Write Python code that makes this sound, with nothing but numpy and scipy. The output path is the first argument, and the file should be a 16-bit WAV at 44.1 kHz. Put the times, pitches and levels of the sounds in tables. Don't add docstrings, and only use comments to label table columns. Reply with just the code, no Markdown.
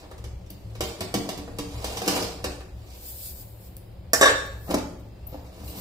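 import sys
import numpy as np
from scipy import signal
from scipy.fft import rfft, irfft, next_fast_len
from scipy.io import wavfile
from scipy.ndimage import uniform_filter1d

SR = 44100
rng = np.random.default_rng(int(sys.argv[2]) if len(sys.argv) > 2 else 0)


def pcm_store(signal):
    levels = np.round(np.clip(np.atleast_2d(signal), -1, 1) * 32767)
    wavfile.write(sys.argv[1], SR, levels.astype(np.int16).T)


def elevation(decibels):
    levels = np.asarray(decibels, float)
    return 10 ** (levels / 20)


N = 256044
SECONDS = np.arange(N) / SR
OPPOSED = np.array([[1], [-1]])


def noise():
    return rng.standard_normal(N)


def unit(x):
    return x / np.sqrt(np.mean(x ** 2, axis=-1, keepdims=True))


def colour(x, table, share=1):
    hz, db = np.transpose(table)
    size = next_fast_len(N)
    bins = np.arange(size // 2 + 1) * SR / size
    gain_db = share * np.interp(np.log(bins + 1), np.log(hz + 1), db)
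    return irfft(rfft(x, size) * elevation(gain_db), size)[..., :N]


def band(x, hz, width):
    return signal.lfilter(*signal.iirpeak(min(hz, SR / 2.2), hz / width, fs=SR), x)


def walk(rate):
    hold = int(SR / rate)
    levels = np.repeat(rng.standard_normal(N // hold + 1), hold)
    return unit(uniform_filter1d(levels, hold)[:N])


def decay(t60):
    return np.exp(-np.log(1000) / (t60 * SR))


def taps(times, dbs):
    force = np.zeros(N)
    force[(np.asarray(times) * SR).astype(int)] = elevation(dbs)
    return force


def bursts(times, dbs, t60):
    return signal.lfilter([1], [1, -decay(t60)], taps(times, dbs))


def strokes(rows, column):
    gain = 0
    for row in rows:
        peak, rise, fall = row[:3]
        distance = np.where(SECONDS < peak, (peak - SECONDS) / rise, (SECONDS - peak) / fall)
        gain = gain + elevation(row[column] - 25 * distance)
    return gain


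def ring(times, dbs, modes, chatter_s, scatter_db):
    out = np.zeros(N)
    span = slice(int(times[0] * SR), int((times[-1] + 1) * SR))
    chance = rng.standard_normal((len(times), len(modes)))
    chatter = noise() * np.sqrt(2 * np.log(1000) / (chatter_s * SR + 1))
    for k, (hz, db, t60) in enumerate(modes):
        force = chatter * bursts(times, dbs + db + scatter_db * chance[:, k], chatter_s)
        pole, turn = decay(t60), 2 * np.pi * hz / SR
        out[span] += signal.lfilter([.5, 0, -.5], [1, -2 * pole * np.cos(turn), pole ** 2], force[span])
    return out


def strike(times, dbs, modes, scatter_db, push_s=0):
    out = np.zeros(N)
    span = slice(int(times[0] * SR), int((times[-1] + 1) * SR))
    chance = rng.standard_normal((len(times), len(modes)))
    for k, (hz, db, t60) in enumerate(modes):
        energy = bursts(times, 2 * (dbs + db + scatter_db * chance[:, k]), t60 / 2)[span]
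        energy = np.abs(uniform_filter1d(energy, int(push_s * SR) + 1))
        out[span] += np.sqrt(energy) * np.sin(2 * np.pi * hz * np.arange(len(energy)) / SR)
    return out


def crack(times, dbs, table, t60, click_db):
    scale = np.std(colour(noise(), table))
    sputter = bursts(times, dbs, t60) * noise()
    return colour(taps(times, dbs + click_db) + sputter, table) / scale


# (frequency [Hz], density [dB per Hz])
AIR = [(12, -27), (20, 7.5), (113, -14.5), (234, -21), (357, -15), (388, -15), (434, -23.5), (527, -15.5),
       (624, -20), (825, -25.5), (1370, -35.5), (4180, -38.5), (4810, -39.5), (5680, -47.5), (16000, -49.5)]


def air():
    mid, side = colour(rng.standard_normal((2, N)), AIR)
    side = side - signal.lfilter(*signal.butter(1, 400, fs=SR), side)
    hum = unit(mid + 0.89 * side * OPPOSED) * elevation(-41.5 - 4.5)
    return signal.lfilter(*signal.butter(2, 130, "high", fs=SR), hum)


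# (frequency [Hz], width [Hz], level [dB])
ROOM_MODES = [(45.6, 56, -3), (62.3, 18, -1.5), (108, 7.5, -3), (176.6, 16.3, -11.5)]
# (peak [s], rise [s], fall [s], level [dB])
SHAKES = [(0.27, .3, 0.59, -43), (0.66, .15, 0.091, -38.5), (0.81, .1, .3, -37), (1.15, .2, 0.23, -53),
          (1.62, .6, 1.5, -36.5), (2.45, .1, 0.33, -36), (3.16, .5, 0.33, -46), (4.36, .6, 0.15, -41),
          (4.76, .4, 0.24, -35), (5.34, .3, 0.53, -39.5), (5.8, .6, .1, -57)]


def rumble():
    pair = rng.standard_normal((2, N))
    push = pair[0] + 0.06 * pair[1] * OPPOSED
    boom = sum(elevation(db) * unit(band(band(push, hz, width), hz, width)) for hz, width, db in ROOM_MODES)
    steady = elevation(-44.5 + 2.5 * walk(7.2))
    return np.hypot(steady, strokes(SHAKES, column=3)) * unit(boom)


# (frequency [Hz], level [dB], t60 [s])
SHELF = [(185, 2, .1), (321, -3, 0.024), (380.2, 2, 0.081), (468, 8, 0.039), (584.5, 6, 0.025),
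         (704, 1.5, 0.028), (816, -7.5, 0.016), (938, -7, 0.011), (1130, -14.5, 0.19), (1560, -22, 0.0095)]
# (frequency [Hz], density [dB per Hz])
GLAZE = [(710, -86), (1200, -52), (1890, -12), (2180, -4), (4130, -2.5), (4650, -0.5), (9310, -8.5),
         (14500, -11), (16000, -22)]
# (peak [s], rise [s], fall [s], rumble level [dB], hiss level [dB])
DRAGS = [(0.0, .1, 0.18, -42.5, -49.5), (0.74, 0.76, .05, -63, -55.5), (0.835, 0.026, 0.12, -34, -29.5),
         (1.25, 0.74, 0.54, -39.5, -74), (1.79, 0.39, 0.21, -40, -40.5), (1.88, 0.065, 0.66, -34.5, -36.5),
         (2.09, 0.17, 0.21, -33, -31.5), (2.17, 0.1, 0.13, -21.5, -30), (2.9, 0.18, .3, -48.5, -47.5),
         (4.71, 0.044, 0.034, -20.5, -31.5), (4.745, 0.014, 0.036, -19, -33),
         (5.335, 0.073, .12, -42, -55.5), (5.58, 0.96, 0.61, -48.5, -55), (5.8, 0.24, 0.089, -40, -40)]


def drag():
    slips = noise() * elevation(2.5 * walk(60)) * elevation(3.5 * rng.exponential(size=N))
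    low = sum(elevation(db) * band(band(slips, hz, hz * 0.39), hz, hz * 0.39) for hz, db, _ in SHELF)
    hiss = colour(noise() * elevation(3 * walk(200)), GLAZE)
    low = strokes(DRAGS, column=3) * elevation(-6.5) * unit(low)
    return low + strokes(DRAGS, column=4) * elevation(-7.5) * unit(hiss)


# (time [s], blow level [dB], low thud
# level [dB], bright crack level [dB])
KNOCKS = [(0.03, -44.5, -41, -77), (0.113, -37, -41.5, -52), (0.18, -52, -49, -52),
          (0.241, -39.5, -50, -46), (0.463, -65, -55, -57.5), (0.501, -60, -38, -48.5),
          (0.752, -39.5, -46, -48.5), (0.807, -23.5, -31, -28), (1.007, -25.5, -24.5, -31),
          (1.141, -22.5, -20, -26), (1.29, -27.5, -29.5, -32), (1.376, -35.5, -28, -39.5),
          (1.478, -37, -32, -57), (1.586, -28, -27.5, -32.5), (1.844, -34, -38.5, -30.5),
          (1.971, -27, -37, -34), (2.018, -26, -35, -35.5), (2.068, -28, -24.5, -40),
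          (2.078, -17, -38, -21), (2.159, -26.5, -28, -26.5), (2.225, -32.5, -39, -31),
          (2.297, -49, -50.5, -94.5), (2.442, -21.5, -27.5, -30.5), (2.606, -38.5, -46.5, -51.5),
          (5.601, -58, -37, -70), (5.678, -57, -34, -45), (5.752, -55, -34, -71)]


def stack():
    s, blow_db, thud_db, crack_db = np.transpose(KNOCKS)
    body = ring(s, blow_db - 9, SHELF[1:], 0.063, scatter_db=0)
    thud_modes = [(103.5, -5, 0.095), (183.2, 1.5, 0.057), (286, -6, 0.15)]  # Hz, dB, t60 s
    thud = ring(s, thud_db - 3, thud_modes, 0.17, scatter_db=4.5)
    thud = signal.lfilter(*signal.butter(2, 400, fs=SR), thud)
    return body + thud + crack(s, crack_db + 2, GLAZE, 0.055, click_db=11)


# (time [s], level [dB], frequency [Hz])
TICKS = [
    (0.504, -39.5, 13500),
    (3.7669, -35.5, 14800),
    (5.683, -46, 12700),
]


def nail_ticks():
    return sum(bursts([s], db, 0.0097) * elevation(7) * unit(band(noise(), hz, 4000)) for s, db, hz in TICKS)


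# (frequency [Hz], density [dB per Hz])
SKIN = [(880, -43), (1500, -17), (1940, -19), (5020, -2), (6000, -7), (8160, -1.5), (9470, -3.5),
        (14500, 4), (16000, -9)]
# (peak [s], rise [s], fall [s], level [dB])
WIPE = [(2.96, 0.085, 1, -52.5), (3.1, 0.15, 0.2, -44.5), (3.26, 0.32, 0.13, -40.5),
        (3.41, 0.52, 0.095, -46), (3.68, 0.51, 0.11, -54), (4.465, 0.034, 0.024, -52),
        (4.72, .35, 0.07, -47), (5.0, .05, .2, -64), (5.3, .06, 0.49, -63), (5.71, 0.12, 0.11, -43.5),
        (5.8, .2, .1, -43.5)]


def wipe():
    skin = unit(colour(rng.standard_normal((2, N)) * elevation(1.5 * walk(25)), SKIN))
    return strokes(WIPE, column=3) * skin


# (start [s], end [s], frequency [Hz], level [dB])
WHISTLES = [
    (3.748, 4.21, 5000, -77),
    (5.08, 5.325, 5000, -77),
    (5.095, 5.32, 2700, -72.5),
]


def whistles():
    out = 0
    for start, end, hz, db in WHISTLES:
        gain_db = np.interp(SECONDS, [start, start + 0.052, end], [db - 4, db, db], -120, -120)
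        out = out + elevation(gain_db) * unit(band(noise(), hz, 30))
    return out


# (time [s], plate body level [dB], low, middle and high rim levels [dB])
BLOWS = [
    (4.1332, -21.5, -21, -43, -19),
    (4.212, -15, -23, -23.5, -19.5),
    (4.226, -27.5, -17.5, -35, -33.5),
    (4.2314, -20.5, -31, -47, -38.5),
    (4.2578, -25.5, -18, -26, -28.5),
    (4.281, -27, -34, -30.5, -42),
    (4.299, -33, -44, -43, -44),
]
# (frequency [Hz], level [dB], t60 [s])
EDGE = [(285, -8, .08), (525, 0, .05), (620, -4, .04), (1139, -5, .05), (1595, -4, .06), (1778, 1, .06),
        (4613, -13, .07), (5074, -10, .09), (5416, -9, .1), (5627, 1, .09), (6420, -6, .08),
        (7244, -14, .06)]
# (frequency [Hz], level [dB], t60 [s])
PLATE = [(290, -9, .15), (345, -10, .1), (426, -5, .14), (453, -7, .12), (552, 1, .08), (626, -1, .07),
         (870, -9, .05)]
# (frequency [Hz], level [dB], t60 [s])
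RIM_LOW = [(1117, 0, .13), (1135, -1, .1), (1513, -10, .12), (1592, -6, .4), (1621, -5, .15),
           (1714, -3, .15), (1770, -4, .1), (2100, -9, .07)]
# (frequency [Hz], level [dB], t60 [s])
RIM_MID = [(2681, -12, .45), (3579, -3, .3), (3623, -4, .3), (3711, -1, .25), (3790, -6, .2),
           (3895, -3, .35), (4430, -10, .35), (4624, -9, .2)]
# (frequency [Hz], level [dB], t60 [s])
RIM_HIGH = [(5076, -9, .25), (5405, -8, .35), (5631, -1, .3), (5895, -7, .25), (6330, -4, .15),
            (6514, -9, .2), (7257, -8, .2), (7467, 3, .07), (7650, -8, .25), (8120, -13, .2),
            (8856, -10, .15)]
RING_DB = [0, 2.5, 1, -2]
RING_SHARE = [1, 1.1, 1, .85]
RATTLE_DB = [1, -1, -1, 1]


def bowl():
    s, *group_db = np.transpose(BLOWS)
    crack_db = group_db[-1] - 1.5 + 9.5 * (s == s[0])
    out = crack(s, crack_db, SKIN, 0.018, click_db=17.5)
    out += strike(s[:1], -16.5, EDGE, scatter_db=0.5)
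    groups = [PLATE, RIM_LOW, RIM_MID, RIM_HIGH]
    for modes, db, ring_db, share in zip(groups, group_db, RING_DB, RING_SHARE):
        out += strike(s[1:], db[1:] + ring_db, np.array(modes) * [1, 1, share], scatter_db=1.5)
    centres_hz, widths_hz = [550, 1500, 3300, 6800], [400, 1000, 2000, 4500]
    for hz, width, db, rattle_db in zip(centres_hz, widths_hz, group_db, RATTLE_DB):
        out += bursts(s, db + rattle_db, 0.14) * unit(band(band(noise(), hz, width), hz, width))
    return signal.lfilter(*signal.butter(2, 260, "high", fs=SR), out)


# (time [s], thud level [dB], crack level [dB])
SETTLE = [
    (4.692, -28, -43),
    (4.704, -21, -53),
    (4.716, -20, -34),
    (4.743, -7.5, -17.5),
    (4.764, -29, -51),
    (4.774, -24, -47),
    (4.783, -27, -29.5),
    (4.851, -42, -59),
    (5.327, -31, -57),
    (5.347, -28.5, -65),
]
# (frequency [Hz], level [dB], t60 [s])
LID = [(186, -9, 0.13), (222.7, -8, 0.1), (292, 0, 0.08), (355, 1, 0.04), (529, 2, 0.04), (636, -2, 0.05),
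       (844, -7, 0.04), (1150, -18, .03)]


def lid():
    s, thud_db, crack_db = np.transpose(SETTLE)
    body = strike(s, thud_db - 9.5, LID, scatter_db=3.5, push_s=0.0049)
    body += ring(s - 0.003, thud_db - 11.5, LID, 0.025, scatter_db=3)
    sputter = crack(s, crack_db - 5, GLAZE, 0.045, click_db=0)
    return signal.lfilter(*signal.butter(2, 1000, fs=SR), body) + sputter


# (time [s], length [s], start frequency [Hz], end frequency [Hz], level [dB])
SQUEAK = (5.266, .014, 12300, 15000, -34)


def squeak():
    start, length, low_hz, high_hz, db = SQUEAK
    along = np.clip((SECONDS - start) / length, 0, 1)
    pitch = low_hz + (high_hz - low_hz) * along + 300 * walk(3000)
    return elevation(db) * np.sin(np.pi * along) * np.sin(2 * np.pi * np.cumsum(pitch) / SR)


# (frequency [Hz], t60 [s])
ROOM_T60 = [(150, 0.89), (600, 0.52), (2000, 0.54), (6000, 0.54), (12000, 0.17)]


def room(x):
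    t = np.arange(int(.9 * SR)) / SR
    tail = 0
    for hz, t60 in ROOM_T60:
        mid, side = rng.standard_normal((2, len(t)))
        echoes = mid + min(0.08 + hz / 1500, 1) * side * OPPOSED
        tail = tail + band(echoes, hz, 1.6 * hz) * np.exp(-np.log(1000) * t / t60)
    tail = tail * (1 - np.exp(-t / 0.00043))
    tail = tail / np.sqrt(np.sum(tail ** 2) / 2)
    return signal.fftconvolve(x[None], tail, axes=1)[:, :N]


def scene():
    far, near, touch = drag() + stack(), bowl() + lid(), nail_ticks() + squeak()
    direct = far + near + touch
    late = np.interp(np.arange(N) - 0.00018 * SR, np.arange(N), direct)
    wet = room(elevation(0.5) * far + elevation(-5) * near + elevation(-3.5) * touch)
    return np.array([late, direct]) + wet + wipe() + air() + rumble() + whistles()


# (frequency [Hz], left minus right level [dB])
PORTS = [(60, 0.5), (110, 3), (200, 1), (380, 0.5), (700, 2), (1290, -0.5), (2380, 5), (4400, -2),
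         (8120, -14.5), (15000, 11)]


def port_colour(dry):
    return np.array([colour(dry[0], PORTS, 0.59), colour(dry[1], PORTS, -0.26)])


# (frequency [Hz], share of the time [1])
STARVE = [(1700, 0), (3200, .15), (5000, .07), (6100, .45), (6800, .08), (9200, .25), (11300, .35),
          (13500, .16), (15500, .14)]


def starve(x):
    hz, _, z = signal.stft(x, SR, nperseg=2048)
    frames = z.shape[2]
    luck = uniform_filter1d(rng.standard_normal((129, frames)), size=3, axis=1)
    rank = luck.argsort(axis=1).argsort(axis=1) / frames
    rank = np.repeat(rank, 8, axis=0)[:len(hz)]
    treble_db = 10 * np.log10(np.sum(np.abs(z[:, hz > 2000]) ** 2, axis=(0, 1)) + 1e-18)
    attack = np.diff(treble_db, prepend=0) > 4
    calm = ~(attack | np.roll(attack, 1))
    silent_share = np.interp(hz, *np.transpose(STARVE))[:, None]
    z *= np.where((rank < silent_share) & calm, .03, 1)
    return signal.istft(z, SR, nperseg=2048)[1][:, :N]


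def top_cut(x):
    return signal.sosfilt(signal.butter(12, 16470, fs=SR, output="sos"), x)


def record(dry):
    ceiling, top_hz = 0.85, 15500
    ports = ceiling * np.tanh(port_colour(dry) / ceiling)
    ports = signal.sosfilt(signal.ellip(8, .2, 60, top_hz, fs=SR, output="sos"), ports)
    mix = starve(ports)
    return top_cut(mix)


dry = scene()
out = record(dry)
pcm_store(out)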